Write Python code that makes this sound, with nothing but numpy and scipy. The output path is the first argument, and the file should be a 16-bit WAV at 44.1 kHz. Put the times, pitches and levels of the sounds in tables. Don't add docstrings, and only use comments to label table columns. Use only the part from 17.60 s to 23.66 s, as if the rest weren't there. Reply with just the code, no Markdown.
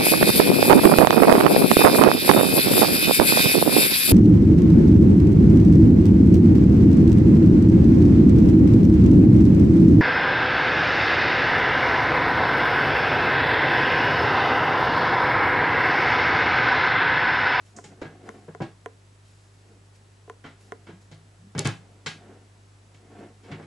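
import sys
import numpy as np
from scipy import signal
from scipy.io import wavfile

SR = 44100
rng = np.random.default_rng(int(sys.argv[2]) if len(sys.argv) > 2 else 0)


def generate_wav(sig):
    pcm = np.round(np.clip(np.atleast_2d(sig).T, -1, 1) * 32767).astype(np.int16)
    wavfile.write(sys.argv[1], SR, pcm)


N = 267246
TIME = np.arange(N) / SR


def from_db(db):
    return 10 ** (np.asarray(db) / 20)


def unit_rms(x):
    return x / np.sqrt(np.mean(x ** 2) + 1e-20)


def at_level(x, db, window_s=0.074):
    return x * from_db(db) / np.sqrt(np.mean(x[:, :int(window_s * SR)] ** 2) + 1e-20)


def at_hz(points, hz):
    f, value = np.transpose(points)
    return np.interp(np.log(hz), np.log(f), value)


def butter(x, hz, kind, order=2):
    sos = signal.butter(order, np.clip(hz, 10, .45 * SR), kind, fs=SR, output="sos")
    return signal.sosfilt(sos, x)


def add(out, s, sound):
    i = max(round(s * SR), 0)
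    out[:, i:i + sound.shape[-1]] += sound[..., :N - i]


def excite(force, response):
    return signal.fftconvolve(np.atleast_2d(force), response, axes=-1)[:, :force.shape[-1]]


def noise_bands(size, colour, likeness):
    edges = 22 * 2 ** np.arange(0, 9.6, .5)
    white = rng.standard_normal((2, 2, size + 4000))
    for k, (low, high) in enumerate(zip(edges, edges[1:])):
        bandpass = signal.butter(2, [low, high], "band", fs=SR, output="sos")
        mid, side = signal.sosfilt(bandpass, white[k % 2])[:, -size:]
        hz = np.sqrt(low * high)
        alike = np.clip(at_hz(likeness, hz), 0, 1)
        stereo = np.sqrt(1 + alike) * mid + np.sqrt(1 - alike) * side * [[1], [-1]]
        yield hz, from_db(at_hz(colour, hz)) * stereo


def ringing(modes, t, vary_db, skew_rad):
    hz, db, t60 = np.transpose(modes)[:, :, None]
    polarity = (-1) ** np.arange(len(hz))[:, None]
    envelope = polarity * from_db(db + vary_db * rng.standard_normal(hz.shape) - 60 * t / t60)
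    skew = skew_rad * rng.standard_normal(hz.shape)
    phases = [2 * np.pi * hz * t + side * skew for side in (1, -1)]
    return np.array([np.sum(envelope * np.sin(phase, dtype=np.float32), axis=0) for phase in phases])


# f/Hz, t60/s
ROOM_DECAY = [(150, 0.13), (500, 0.2067), (2000, 0.2734), (5000, 0.2566), (10000, 0.3153)]
# f/Hz, relative density/dB
ROOM_SPECTRUM = [(150, 20.5), (400, 11.5), (780, 10.5), (1200, 8), (2250, 6.5), (4000, 4.5), (7000, 1.5),
                 (11000, -4)]
# f/Hz, left-right likeness/0-1
ROOM_LIKENESS = [(100, 1), (300, 1), (600, 0.77), (1100, 0.65), (2200, .72), (4000, 0.82), (9000, 0.82)]
def room_echoes(t, early_db, early_s):
    bands = noise_bands(len(t), ROOM_SPECTRUM, ROOM_LIKENESS)
    tail = sum(band * from_db(-60 * t / at_hz(ROOM_DECAY, hz)) for hz, band in bands)
    return unit_rms(tail * (1 + from_db(early_db) * np.exp(-t / early_s)))


# f/Hz, rms level/dB
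HUM_LINES = [(50, -67.5), (100, -54.5), (150, -71.5), (200, -88), (393, -75), (7815, -80)]
# f/Hz, relative density/dB
HISS_SPECTRUM = [(25, -1), (50, 2), (100, 8.5), (250, 5), (400, 2.5), (800, 0), (1500, -3), (3000, -8),
                 (8000, -11), (11000, -19)]
# f/Hz, left-right likeness/0-1
HISS_IMAGE = [(100, 1), (400, 0.48), (1200, 0.035), (4000, 0.42), (10000, 0.79)]
def hum_and_hiss(hiss_db=-59.5):
    hum = sum(np.sqrt(2) * from_db(db) * np.sin(2 * np.pi * (hz * TIME + rng.random()))
              for hz, db in HUM_LINES)
    hiss = sum(band for hz, band in noise_bands(N, HISS_SPECTRUM, HISS_IMAGE))
    return hum + from_db(hiss_db) * unit_rms(hiss)


def friction(per_s):
    return (rng.random(N) < per_s / SR) * rng.standard_normal(N)


def stroke(s, db, rise_s, fall_s, swing_db):
    from_peak = np.maximum((s - TIME) / rise_s, (TIME - s) / fall_s)
    return from_db(db - swing_db * np.minimum(from_peak, 10))


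# peak t/s, level/dB, fall/s
YARN_BRUSHES = [(.06, -62, 0.12), (.66, -63, 0.35), (1.66, -64.5, 0.53), (2.36, -60, 0.027),
                (3.01, -62, 0.19), (3.42, -63, 0.036), (5.59, -66, 0.091), (5.86, -80, .6)]
def yarn_rustle(room, rise_s=0.021):
    grains = excite(friction(per_s=2500), room)
    brushes = [stroke(s, db, rise_s, fall_s, swing_db=15) for s, db, fall_s in YARN_BRUSHES]
    return np.max(brushes, axis=0) * unit_rms(butter(grains, 2000, "high"))


# f/Hz, relative level/dB, t60/s
TOP_BOARD_MODES = [(270.5, 0, 0.31), (328, -2.5, .08), (332.3, 3, 0.17), (393.6, 5.5, 0.11), (427, 1, 0.13),
                   (458.6, 7, 0.078), (570, -7, 0.069), (716, -8, 0.036), (780, -4, 0.034), (836, -8, 0.16),
                   (978, -10.5, 0.095)]
def top_board(t, force, echoes, modes_db=-1):
    blur = butter(butter(echoes, 167, "high", order=3), 712, "low", order=4)
    ring = excite(force, ringing(TOP_BOARD_MODES, t, vary_db=7, skew_rad=0.13))
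    return unit_rms(blur) + from_db(modes_db) * unit_rms(ring)


# fastest at t/s, level/dB, rise/s, fall/s
PUSHES = [(0.173, -42.5, 0.024, 0.06), (.322, -45, 0.058, 0.05), (.53, -49.5, 0.45, 0.3),
          (.68, -42, 0.11, .08), (.746, -45, .02, 0.16), (1.1, -57.5, 0.6, 0.11), (2.14, -55.5, 0.2, 0.1),
          (3.1, -60.5, 0.34, 0.95), (4.22, -58, .1, 1), (4.721, -48, 0.38, 0.17),
          (5.635, -41.5, 0.21, 0.09), (5.919, -39, 0.073, 0.13)]
def sliding(t, room, scrape_db=-9):
    catches = friction(per_s=1200)
    echoes = excite(catches, room)
    drum = unit_rms(top_board(t, catches, echoes))
    scrape = unit_rms(butter(butter(echoes, 570, "high"), 1600, "low"))
    speed = np.max([stroke(*push, swing_db=18) for push in PUSHES], axis=0)
    return speed * unit_rms(drum + from_db(scrape_db) * scrape)


def rattle(t, length_s, per_s, bounce_db):
    bounces = (rng.random(len(t)) < per_s / SR) * rng.uniform(-1.58, 1, len(t))
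    force = bounces * from_db(bounce_db) * np.exp(-(t / length_s) ** 2)
    force[0] = 1
    return force


def scatter(force, rooms):
    spot = rng.integers(0, len(rooms), len(force))
    return unit_rms(sum(excite(force * (spot == k), room) for k, room in enumerate(rooms)))


# t/s, level/dB
POINT_SCRATCHES = [(.164, -47), (0.242, -52.5)]
def scratches(t, rooms):
    out = np.zeros((2, N))
    for s, db in POINT_SCRATCHES:
        echoes = scatter(rattle(t, length_s=0.004, per_s=3600, bounce_db=-4), rooms)
        treble = butter(butter(echoes, 6000, "high", order=5), 7600, "low", order=5)
        add(out, s, at_level(treble, db, window_s=0.013))
    return out


# f/Hz, relative level/dB, t60/s
CASE_MODES = [(272, -26, 0.17), (414, -7, 0.052), (459, -9.5, 0.089), (707, -8.5, 0.04),
              (1014, -10.5, 0.043), (1430, -1.5, 0.014), (1400, -5, 0.015), (1870, -4, 0.0062),
              (2200, -13.5, 0.015), (3340, -5, 0.0025), (6100, 2.5, 0.0035), (9600, 13.5, 0.00067)]
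# t/s, relative level/dB, contact hardness f/Hz
CLOSE_TAPS = [(0.187, -29, 1790), (0.6907, -26, 3160), (0.949, -28, 1700), (1.2600, -21.5, 2050),
              (2.678, -30.5, 610), (2.698, -26.5, 2510), (3.1212, -21.5, 2270)]
def close_taps(t, room):
    out = np.zeros((2, N))
    for s, db, hard_hz in CLOSE_TAPS:
        case = ringing(CASE_MODES, t, vary_db=1.5, skew_rad=.35)
        tap = from_db(db) * butter(butter(case, hard_hz, "low"), 200, "high")
        add(out, s, tap + from_db(-60) * excite(tap, room))
    return out


# f/Hz, relative level/dB, t60/s
BENDING_MODES = [(107.9, 1.5, 0.27), (120, 5, 0.028), (136, 9, 0.12), (158.3, 6, 0.42), (185.2, -9.5, 0.35)]
# f/Hz, relative level/dB, t60/s
CLACK_MODES = [(750, 1, 0.15), (813, 2.5, 0.44), (1636, 9.5, 0.25), (1700, 1.5, 0.27), (1870, -20, 0.33),
               (2300, -9, 0.17), (2236, 13.5, 0.14), (2230, -7, 0.43), (2570, -8, 0.11), (3090, 3.5, 0.28),
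               (3250, 3, 0.11), (3930, 3.5, 0.18), (4130, -5, .2), (4480, 1, 0.3), (4560, -2, 0.087),
               (4970, -13, 0.24), (5480, 5.5, 0.11), (6920, 14, 0.043)]
# t/s, thud, board and clack level/dB (each before its trim), contact hardness f/Hz, rattle/s
LANDINGS = [(0.24, -55, -48.5, -49, 6000, 0.0074), (.415, -83, -34, -43.5, 3560, .014),
            (.422, -61, -44.5, -38.5, 586, 0.0041), (0.451, -47, -47, -46, 2020, 0.0032),
            (.880, -48.5, -40.5, -50, 1080, 0.016), (1.003, -35, -30, -40, 1400, 0.012),
            (1.019, -37.5, -36, -43, 3760, 0.0065), (2.84, -56, -44.5, -44, 1940, 0.015),
            (2.86, -78, -49, -47.5, 2640, 0.016), (3.268, -68, -53.5, -51, 2780, 0.012),
            (3.284, -57.5, -44, -50, 2200, 0.022), (3.514, -48, -52, -52.5, 5600, 0.011),
            (3.95, -33, -37, -42.5, 2050, 0.00067), (3.979, -31, -30.5, -32.5, 6440, 0.015),
            (4.047, -29, -43, -37.5, 7760, .007), (4.0535, -40.5, -30, -28.5, 5150, 0.0037),
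            (4.063, -27, -34.5, -32, 1330, 0.0092), (4.461, -43.5, -41, -29, 4660, 0.012),
            (5.344, -67, -62.5, -59.5, 6000, 0.0037), (5.834, -70, -55, -54.5, 4000, 0.055),
            (5.914, -39.5, -60, -41, 2690, 0.017), (5.997, -66, -44.5, -52, 1810, 0.0023),
            (6.022, -61, -50, -53.5, 2400, .018)]
def landings(t, rooms):
    out = np.zeros((2, N))
    for s, thud_db, board_db, clack_db, hard_hz, rattle_s in LANDINGS:
        force = rattle(t, rattle_s, per_s=2000, bounce_db=-5)
        echoes = scatter(force, rooms)
        bending = ringing(BENDING_MODES, t, vary_db=1, skew_rad=0.04)
        thud = butter(butter(bending, 246, "low"), 59, "high")
        board = top_board(t, force, echoes)
        ring = excite(force, ringing(CLACK_MODES, t, vary_db=3, skew_rad=0.55))
        ring_in_room = echoes + from_db(-9.5) * unit_rms(ring)
        lowest_hz = 1080 * (hard_hz / 2860) ** 0.37
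        clack = butter(butter(ring_in_room, lowest_hz, "high", order=3), hard_hz, "low")
        add(out, s, at_level(thud, thud_db - 0.5))
        add(out, s, at_level(board, board_db - 4))
        add(out, s, at_level(clack, clack_db - 5.5))
    return out


# t/s, length/s, first f/Hz, last f/Hz, level/dB before the flutter
GROAN_GLIDES = [(3.27, .14, 120, 204, -49.5), (3.44, 0.086, 219, 166, -50.5), (3.78, 0.144, 150, 210, -51)]
def groans(bend=1.47):
    out = np.zeros((2, N))
    for s, length_s, first_hz, last_hz, db in GROAN_GLIDES:
        progress = np.linspace(0, 1, int(length_s * SR))
        hz = last_hz + (first_hz - last_hz) * (1 - progress) ** bend
        tone = np.sin(2 * np.pi * np.cumsum(hz) / SR)
        add(out, s, from_db(db) * np.sin(np.pi * progress) * tone)
    flutter = unit_rms(butter(rng.standard_normal(N), 41, "low"))
    return out * (1 + 0.58 * flutter)


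# f/Hz, relative level/dB, t60/s
EDGE_MODES = [(4120, -16.5, 0.0039), (6550, -9, .0018), (8120, -8.5, 0.0014), (10500, -20, 0.0028)]
# t/s, relative level/dB
EDGE_SNAPS = [(3.9927, 3), (4.0087, -28), (4.0735, -4.5)]
def snaps(t):
    out = np.zeros((2, N))
    for s, db in EDGE_SNAPS:
        add(out, s, from_db(db) * ringing(EDGE_MODES, t, vary_db=.5, skew_rad=.2))
    return out


def scene(spots=4, ring_s=.35):
    t = np.arange(int(ring_s * SR)) / SR
    rooms = [room_echoes(t, early_db=0.5, early_s=0.0039) for _ in range(spots)]
    at_table = landings(t, rooms) + scratches(t, rooms) + sliding(t, rooms[0]) + yarn_rustle(rooms[1])
    return at_table + groans() + close_taps(t, rooms[2]) + snaps(t) + hum_and_hiss()


def record(dry):
    cutoff_hz = 11250
    return signal.sosfilt(signal.ellip(10, .2, 80, cutoff_hz, fs=SR, output="sos"), dry)


dry = scene()
out = record(dry)
generate_wav(out)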